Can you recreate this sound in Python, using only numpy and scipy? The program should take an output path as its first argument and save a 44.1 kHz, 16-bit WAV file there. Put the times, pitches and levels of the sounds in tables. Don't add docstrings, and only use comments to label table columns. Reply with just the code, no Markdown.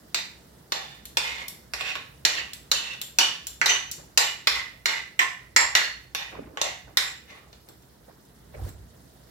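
import sys
import numpy as np
from scipy import signal
from scipy.fft import rfft, irfft, next_fast_len
from scipy.io import wavfile

SR = 44100
rng = np.random.default_rng(int(sys.argv[2]) if len(sys.argv) > 2 else 0)


def int16_out(signal):
    q = np.round(np.clip(np.atleast_2d(signal).T, -1, 1) * 32767)
    wavfile.write(sys.argv[1], SR, q.astype(np.int16))


N = 410301

# (time [s], strength at 3500 Hz [dB], body at 1900 Hz [dB], edge at 6500 Hz [dB]),
# body and edge against the strength
LANDING_EVENTS = [(0.145, -10, -7.5, -5), (0.721, -14.5, -7.5, -8), (1.1702, -7, -6.5, -1),
                  (1.736, -26, 4.5, 12.5), (1.8088, -19, -5, -14), (1.954, -24.5, 5.5, -12),
                  (2.2504, -4, -12, -6.5), (2.352, -29, -3.5, -11), (2.715, -6, -5.5, -0.5),
                  (3.1864, -0.5, -9, -3.5), (3.6144, -18.5, 15, -17), (3.6593, -6.5, -1, -8),
                  (4.1749, -5.5, -3, 5), (4.4716, -9, 5.5, 2.5), (4.857, -7.5, -4, -7),
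                  (5.1918, -15.5, 14, 6), (5.5628, -10.5, 11.5, 14), (5.7516, -7.5, 6.5, -0.5),
                  (6.1485, -12, -5, -8.5), (6.5724, -31, 7.5, -23.5), (6.6146, -13.5, -8.5, -3),
                  (6.9713, -3.5, -8, -4), (7.5291, -41.5, -8.5, -19)]
# (time [s], strength at 3500 Hz [dB])
TICK_EVENTS = [(1.0543, -41), (1.482, -32), (2.5333, -36.5), (3.0146, -30.5), (3.469, -31), (3.914, -33.5),
               (7.6875, -48.5), (7.822, -62), (8.252, -62), (8.6912, -50.5)]
# (time [s], length [s], start level [dB], fade by the end [dB],
# early singing pitch [Hz], late singing pitch [Hz], singing level [dB])
DRAG_EVENTS = [(0.148, 0.067, -48.5, 9, 2100, 3450, -13), (0.71, 0.35, -50, 26.5, 794, 3530, 8),
               (1.178, 0.27, -51.5, 5, 2495, 2150, 8.5), (1.748, 0.23, -51, 8, 2130, 2570, 7.5),
               (2.258, 0.17, -47, 1.9, 1940, 2830, 10), (2.728, 0.23, -45, 9.5, 2970, 2707, 11.5),
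               (3.199, 0.1, -34, 15.5, 2952, 2995, 13), (3.668, 0.15, -34, 22.5, 6040, 2974, 14),
               (4.188, 0.12, -44, -2.2, 910, 2916, 8), (4.488, 0.14, -48, 3.5, 3510, 2013, 12),
               (4.869, 0.14, -47.5, 2.5, 2034, 2010, 8), (5.198, 0.038, -41.5, 2, 1810, 1050, 14),
               (5.568, 0.063, -45.5, -1.5, 1840, 955, 12.5), (5.758, 0.11, -36, 16.5, 1820, 4305, 12.5),
               (6.159, 0.19, -50, 16, 3600, 2500, 9.5), (6.628, 0.11, -49, 10, 718, 2060, 10.5),
               (6.978, .12, -43, 12.5, 3600, 7350, 6), (7.269, 0.14, -62, 4.5, 2050, 1150, 7)]


def spoon():
    # (frequency [Hz], width [Hz], level [dB])
    dish_modes = [(556, 240, -17), (780, 47, -6.5), (919, 43, -5), (1100, 49, -4), (1440, 43, -24),
                  (1584, 21, -24), (1759, 18, -18), (1955, 170, 2.5), (2444, 160, -2), (2860, 200, 1.5),
                  (3606, 200, 5), (4175, 540, 11), (4684, 120, -4.5), (5050, 49, -10), (5560, 240, 1),
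                  (5860, 280, -1), (7480, 120, 1.5), (7485, 140, -2), (9180, 250, 12.5), (10740, 2000, 29),
                  (12650, 1000, 21.5), (14480, 900, 28.5)]
    dish_blow_db, blow_spot_db, drag_spot_db = -4, 1.6, 1.8
    crack_db, rasp_db, sing_db = 4.5, 0.5, -1.5
    low_cut_hz, step_hz, step_db = 220, 7296, -15
    grains, which, phase = contacts()
    blow_luck = rng.standard_normal((len(LANDING_EVENTS + TICK_EVENTS), len(dish_modes)))
    drag_luck = rng.standard_normal((len(DRAG_EVENTS), len(dish_modes)))
    sides = rng.choice([-1, 1], N)
    out = from_db(sing_db) * singing(grains, phase)
    for k, (hz, width_hz, level_db) in enumerate(dish_modes):
        drag_gain = drag_colour(hz) * from_db(drag_spot_db * drag_luck[:, k])
        force = from_db(dish_blow_db) * blows(hz, blow_spot_db * blow_luck[:, k])
        force = force + grains * drag_gain[which]
        out += from_db(level_db) * ring(force * np.roll(sides, k), hz, width_hz)
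    for hz in np.geomspace(600, 14000, num=8):
        crack = from_db(crack_db) * blows(hz, 0)
        rasp = from_db(rasp_db) * grains * drag_colour(hz)[which]
        out += ring(crack + rasp, hz, hz / 2)
    dull = signal.sosfilt(signal.butter(8, step_hz, fs=SR, output="sos"), out)
    out = dull + from_db(step_db) * (out - dull)
    return signal.sosfilt(signal.butter(3, low_cut_hz, "high", fs=SR, output="sos"), out)


def blows(hz, spot_db):
    colour_hz = [700, 1900, 3500, 6500, 12000]
    tick_colour_db = [-19, -30.5, 2.5, 6.5, 5.5]
    # (time [s], level [dB])
    thud_levels = [(0.15, -38), (0.7, -20), (1.7, -25.5), (2.7, -24.5), (4.2, -24.5), (4.8, -27.5),
                   (5.5, -38), (6.1, -37.5), (6.6, -19.5), (7.0, -41), (7.5, -31.5)]
    thud_follows = 0.3
    top_db, top_follows = -16.5, 0.4
    times_s, colours_db = [], []
    for s, db, body_db, edge_db in LANDING_EVENTS:
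        thud_db = np.interp(s, *np.transpose(thud_levels)) + thud_follows * db
        upper_db = db + np.array([body_db, 0, edge_db, top_db + top_follows * edge_db])
        times_s.append(s)
        colours_db.append(np.r_[thud_db, upper_db])
    for s, db in TICK_EVENTS:
        times_s.append(s)
        colours_db.append(db + np.array(tick_colour_db))
    heights_db = [np.interp(np.log(hz), np.log(colour_hz), colour) for colour in colours_db]
    clicks = np.zeros(N)
    clicks[[round(s * SR) for s in times_s]] = from_db(heights_db + np.asarray(spot_db))
    return clicks


def contacts():
    contacts_per_s, size_db, waver_db, waver_hz = 2600, 3.12, 3.9, 15
    s, length, start_db, fade_db = np.transpose(DRAG_EVENTS)[:4]
    time = np.arange(N) / SR
    which = np.maximum(np.searchsorted(s, time) - 1, 0)
    phase = np.clip((time - s[which]) / length[which], 0, 1)
    edges = np.clip(6 * phase, 0, 1) * np.clip(4 * (1 - phase), 0, 1)
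    pressure_db = start_db[which] - fade_db[which] * phase + waver_db * drift(waver_hz)
    pressure = edges * from_db(pressure_db)
    sizes = from_db(size_db * np.minimum(rng.exponential(1, N), 4)) * rng.choice([-1, 1], N)
    touching = rng.random(N) < contacts_per_s / SR
    return pressure * sizes * touching, which, phase


def drag_colour(hz):
    # (time [s], slope [dB per octave])
    treble_slopes = [(0.1, -12), (5.9, -12), (6.15, -33.5), (7.3, -19.5)]
    bass_db = -11
    slope_db = np.interp(np.transpose(DRAG_EVENTS)[0], *np.transpose(treble_slopes))
    return from_db(bass_db * (hz < 1400) + slope_db * max(np.log2(hz / 3000), 0))


def singing(grains, phase):
    width_hz, late_db = 94, -3.5
    out = np.zeros(N)
    for s, length, *_, early_hz, late_hz, db in DRAG_EVENTS:
        span = slice(round(s * SR), round((s + length) * SR) + SR // 20)
        rub = grains[span] * (np.arange(span.start, span.stop) < (s + length) * SR)
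        late = 0.18 + 1.16 * phase[span]
        out[span] += ring(rub * from_db(db) * (1 - late), early_hz, width_hz)
        out[span] += ring(rub * from_db(db + late_db) * late, late_hz, width_hz)
    return out


def kitchen(x):
    starts = [0] + [round(row[0] * SR) - SR // 50 for row in DRAG_EVENTS[1:]] + [N]
    out = np.zeros((2, N + SR))
    for a, b in zip(starts, starts[1:]):
        size = next_fast_len(b - a + SR // 2)
        heard = irfft(paths(size) * rfft(x[a:b], size), size)[:, :N + SR - a]
        out[:, a:a + heard.shape[1]] += heard
    return out[:, :N]


def paths(size):
    # (frequency [Hz], t60 [s])
    decay_t60 = [(300, 0.37), (790, 0.4), (2090, 0.46), (5510, 0.41), (14600, 0.35)]
    # (frequency [Hz], left minus right [dB])
    side_balance = [(60, 5.5), (180, -10), (550, 2), (1650, -5.5), (4970, -2), (15000, 5)]
    direct_db, early_db, early_t60_s, tail_db = -7, -0.5, .04, -3
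    left_leads_s, tail_rise_s = 0.0003618, 0.0069
    length = SR // 2
    t = np.arange(length) / SR
    tail = sum(band * from_db(-60 * t / at_hz(decay_t60, hz)) for hz, band in bands(length, 300))
    tail = tail * np.clip(t / tail_rise_s, 0, 1)
    early = rng.standard_normal((2, length)) * from_db(-60 * t / early_t60_s)
    echoes = from_db(tail_db) * unit_energy(tail) + from_db(early_db) * unit_energy(early)
    hz = np.arange(size // 2 + 1) * SR / size
    delay_s = left_leads_s * np.array([[0], [1]])
    direct = from_db(direct_db) * np.exp(-2j * np.pi * hz * delay_s)
    balance_db = at_hz(side_balance, hz + 1) / 2 * np.array([[1], [-1]])
    return (direct + rfft(echoes, size)) * from_db(balance_db)


def shifts():
    # (time [s], level [dB], fall [dB per s])
    shift_events = [(1.414, -44.5, 187), (3.976, -46.5, 145), (6.316, -38.5, 50.5), (6.87, -51, 119),
                    (7.3, -52, 72), (7.67, -49.5, 202), (7.82, -67.5, 200.5), (8.07, -56, 48),
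                    (8.536, -43.5, 77)]
    # (frequency [Hz], relative density [dB per Hz])
    rustle_colour = [(100, -16.5), (140, -3), (300, 0), (550, -2), (850, -5), (1500, -14.5), (2400, -18),
                     (3300, -48)]
    rise_s = .012
    time, level = np.arange(N) / SR, 0
    for s, db, fall_db in shift_events:
        rise = np.clip((time - s) / rise_s, 0, 1)
        level = level + rise * from_db(db - fall_db * np.maximum(time - s - rise_s, 0))
    return level * shaped(rustle_colour, patchy_db=6.0, lowest_hz=108.9)


def building_thump():
    # (time of the top [s], rumble level [dB])
    thump_tops = [(8.635, -30), (8.795, -53.5)]
    return sum(swell(s, db, rise_db_per_s=283.5, fall_db_per_s=156) for s, db in thump_tops)


def rumble(thump):
    # (frequency [Hz], width [Hz], gain at rest [dB], gain in the thump [dB])
    room_modes = [(59.6, 13, 3, 0.5), (97, 8.8, -6, -5), (128, 15, -3, -14)]
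    rest_level_db, waver_db, waver_hz = -62, 2.0, 2.3
    rest, out = from_db(rest_level_db + waver_db * drift(waver_hz)), 0
    for hz, width_hz, rest_db, shaken_db in room_modes:
        noise = pair(rng.standard_normal((2, N)), hz)
        mode = rms_one(ring(ring(noise, hz, width_hz), hz, 3 * width_hz))
        out = out + (from_db(rest_db) * rest + from_db(shaken_db) * thump) * mode
    return out


def hiss():
    # (frequency [Hz], relative density [dB per Hz])
    hiss_colour = [(65, -29), (110, 2.5), (178, -6), (620, -12.5), (960, -19), (1950, -19.5), (2450, -32),
                   (3720, -22.5), (8560, -28.5), (13000, -26), (16000, -32)]
    # (time [s], level [dB])
    sway_levels = [(0.1, 1.5), (3, 0.5), (6.5, -2), (8, -1), (9.2, 1)]
    base_db = -55.5
    steady = from_db(base_db + np.interp(np.arange(N) / SR, *np.transpose(sway_levels)))
    air = swell(top_s=8.69, top_db=-46, rise_db_per_s=146, fall_db_per_s=600)
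    return (steady + air) * shaped(hiss_colour, patchy_db=1.7, lowest_hz=126)


def swell(top_s, top_db, rise_db_per_s, fall_db_per_s):
    since = np.arange(N) / SR - top_s
    return from_db(top_db + np.minimum(rise_db_per_s * since, -fall_db_per_s * since))


def shaped(spectrum, patchy_db, lowest_hz):
    flicker_hz, out = 34, 0
    for hz, band in bands(N, lowest_hz):
        out = out + from_db(at_hz(spectrum, hz) + patchy_db * drift(flicker_hz)) * band
    return rms_one(out)


def bands(length, lowest_hz):
    white = rng.standard_normal((2, 2, length))
    edges = lowest_hz * 2 ** np.arange(0, 9.1, .5)
    edges = edges[edges < 19000]
    for k, (low, high) in enumerate(zip(edges, edges[1:])):
        band_pass = signal.butter(2, [low, high], "band", fs=SR, output="sos")
        centre_hz = np.sqrt(low * high)
        yield centre_hz, pair(signal.sosfilt(band_pass, white[k % 2]), centre_hz)


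def pair(two, hz):
    # (frequency [Hz], left-right correlation [0-1])
    likeness = [(60, .93), (125, 0.8), (250, 0.99), (500, 0.073), (2000, 0.1), (12000, 0.022)]
    alike = np.clip(at_hz(likeness, hz), 0, 1)
    return np.sqrt(1 + alike) * two[0] + np.sqrt(1 - alike) * two[1] * [[1], [-1]]


def ring(clicks, hz, width_hz):
    r, w = np.exp(-np.pi * width_hz / SR), 2 * np.pi * hz / SR
    return signal.lfilter([.5, 0, -.5], [1, -2 * r * np.cos(w), r * r], clicks + 1e-18)


def drift(rate_hz):
    step = 40
    r = np.exp(-2 * np.pi * step * rate_hz / SR)
    noise = rng.standard_normal(N // step + 2002)
    slow = signal.lfilter([1], [1, -2 * r, r * r], noise)[2000:]
    return np.interp(np.arange(N) / step, np.arange(len(slow)), rms_one(slow))


def at_hz(points, hz):
    table_hz, values = np.transpose(points)
    return np.interp(np.log(hz), np.log(table_hz), values)


def from_db(db):
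    return 10 ** (np.asarray(db) / 20)


def rms_one(x):
    return x / np.sqrt(np.mean(x ** 2) + 1e-20)


def unit_energy(x):
    return x / np.sqrt(np.mean(np.sum(x ** 2, axis=1)))


def scene():
    background = rumble(building_thump()) + hiss()
    strokes = kitchen(spoon())
    background = background + shifts()
    return strokes + background * from_db([[-1.1], [1.1]])


def record(dry):
    low_cut_hz, top_cut_hz, ceiling = 50, 16900, .83
    heard = signal.sosfilt(signal.butter(4, low_cut_hz, "high", fs=SR, output="sos"), dry)
    rounded = ceiling * np.tanh(heard / ceiling)
    return signal.sosfilt(signal.cheby2(20, 90, top_cut_hz, fs=SR, output="sos"), rounded)


dry = scene()
out = record(dry)
int16_out(out)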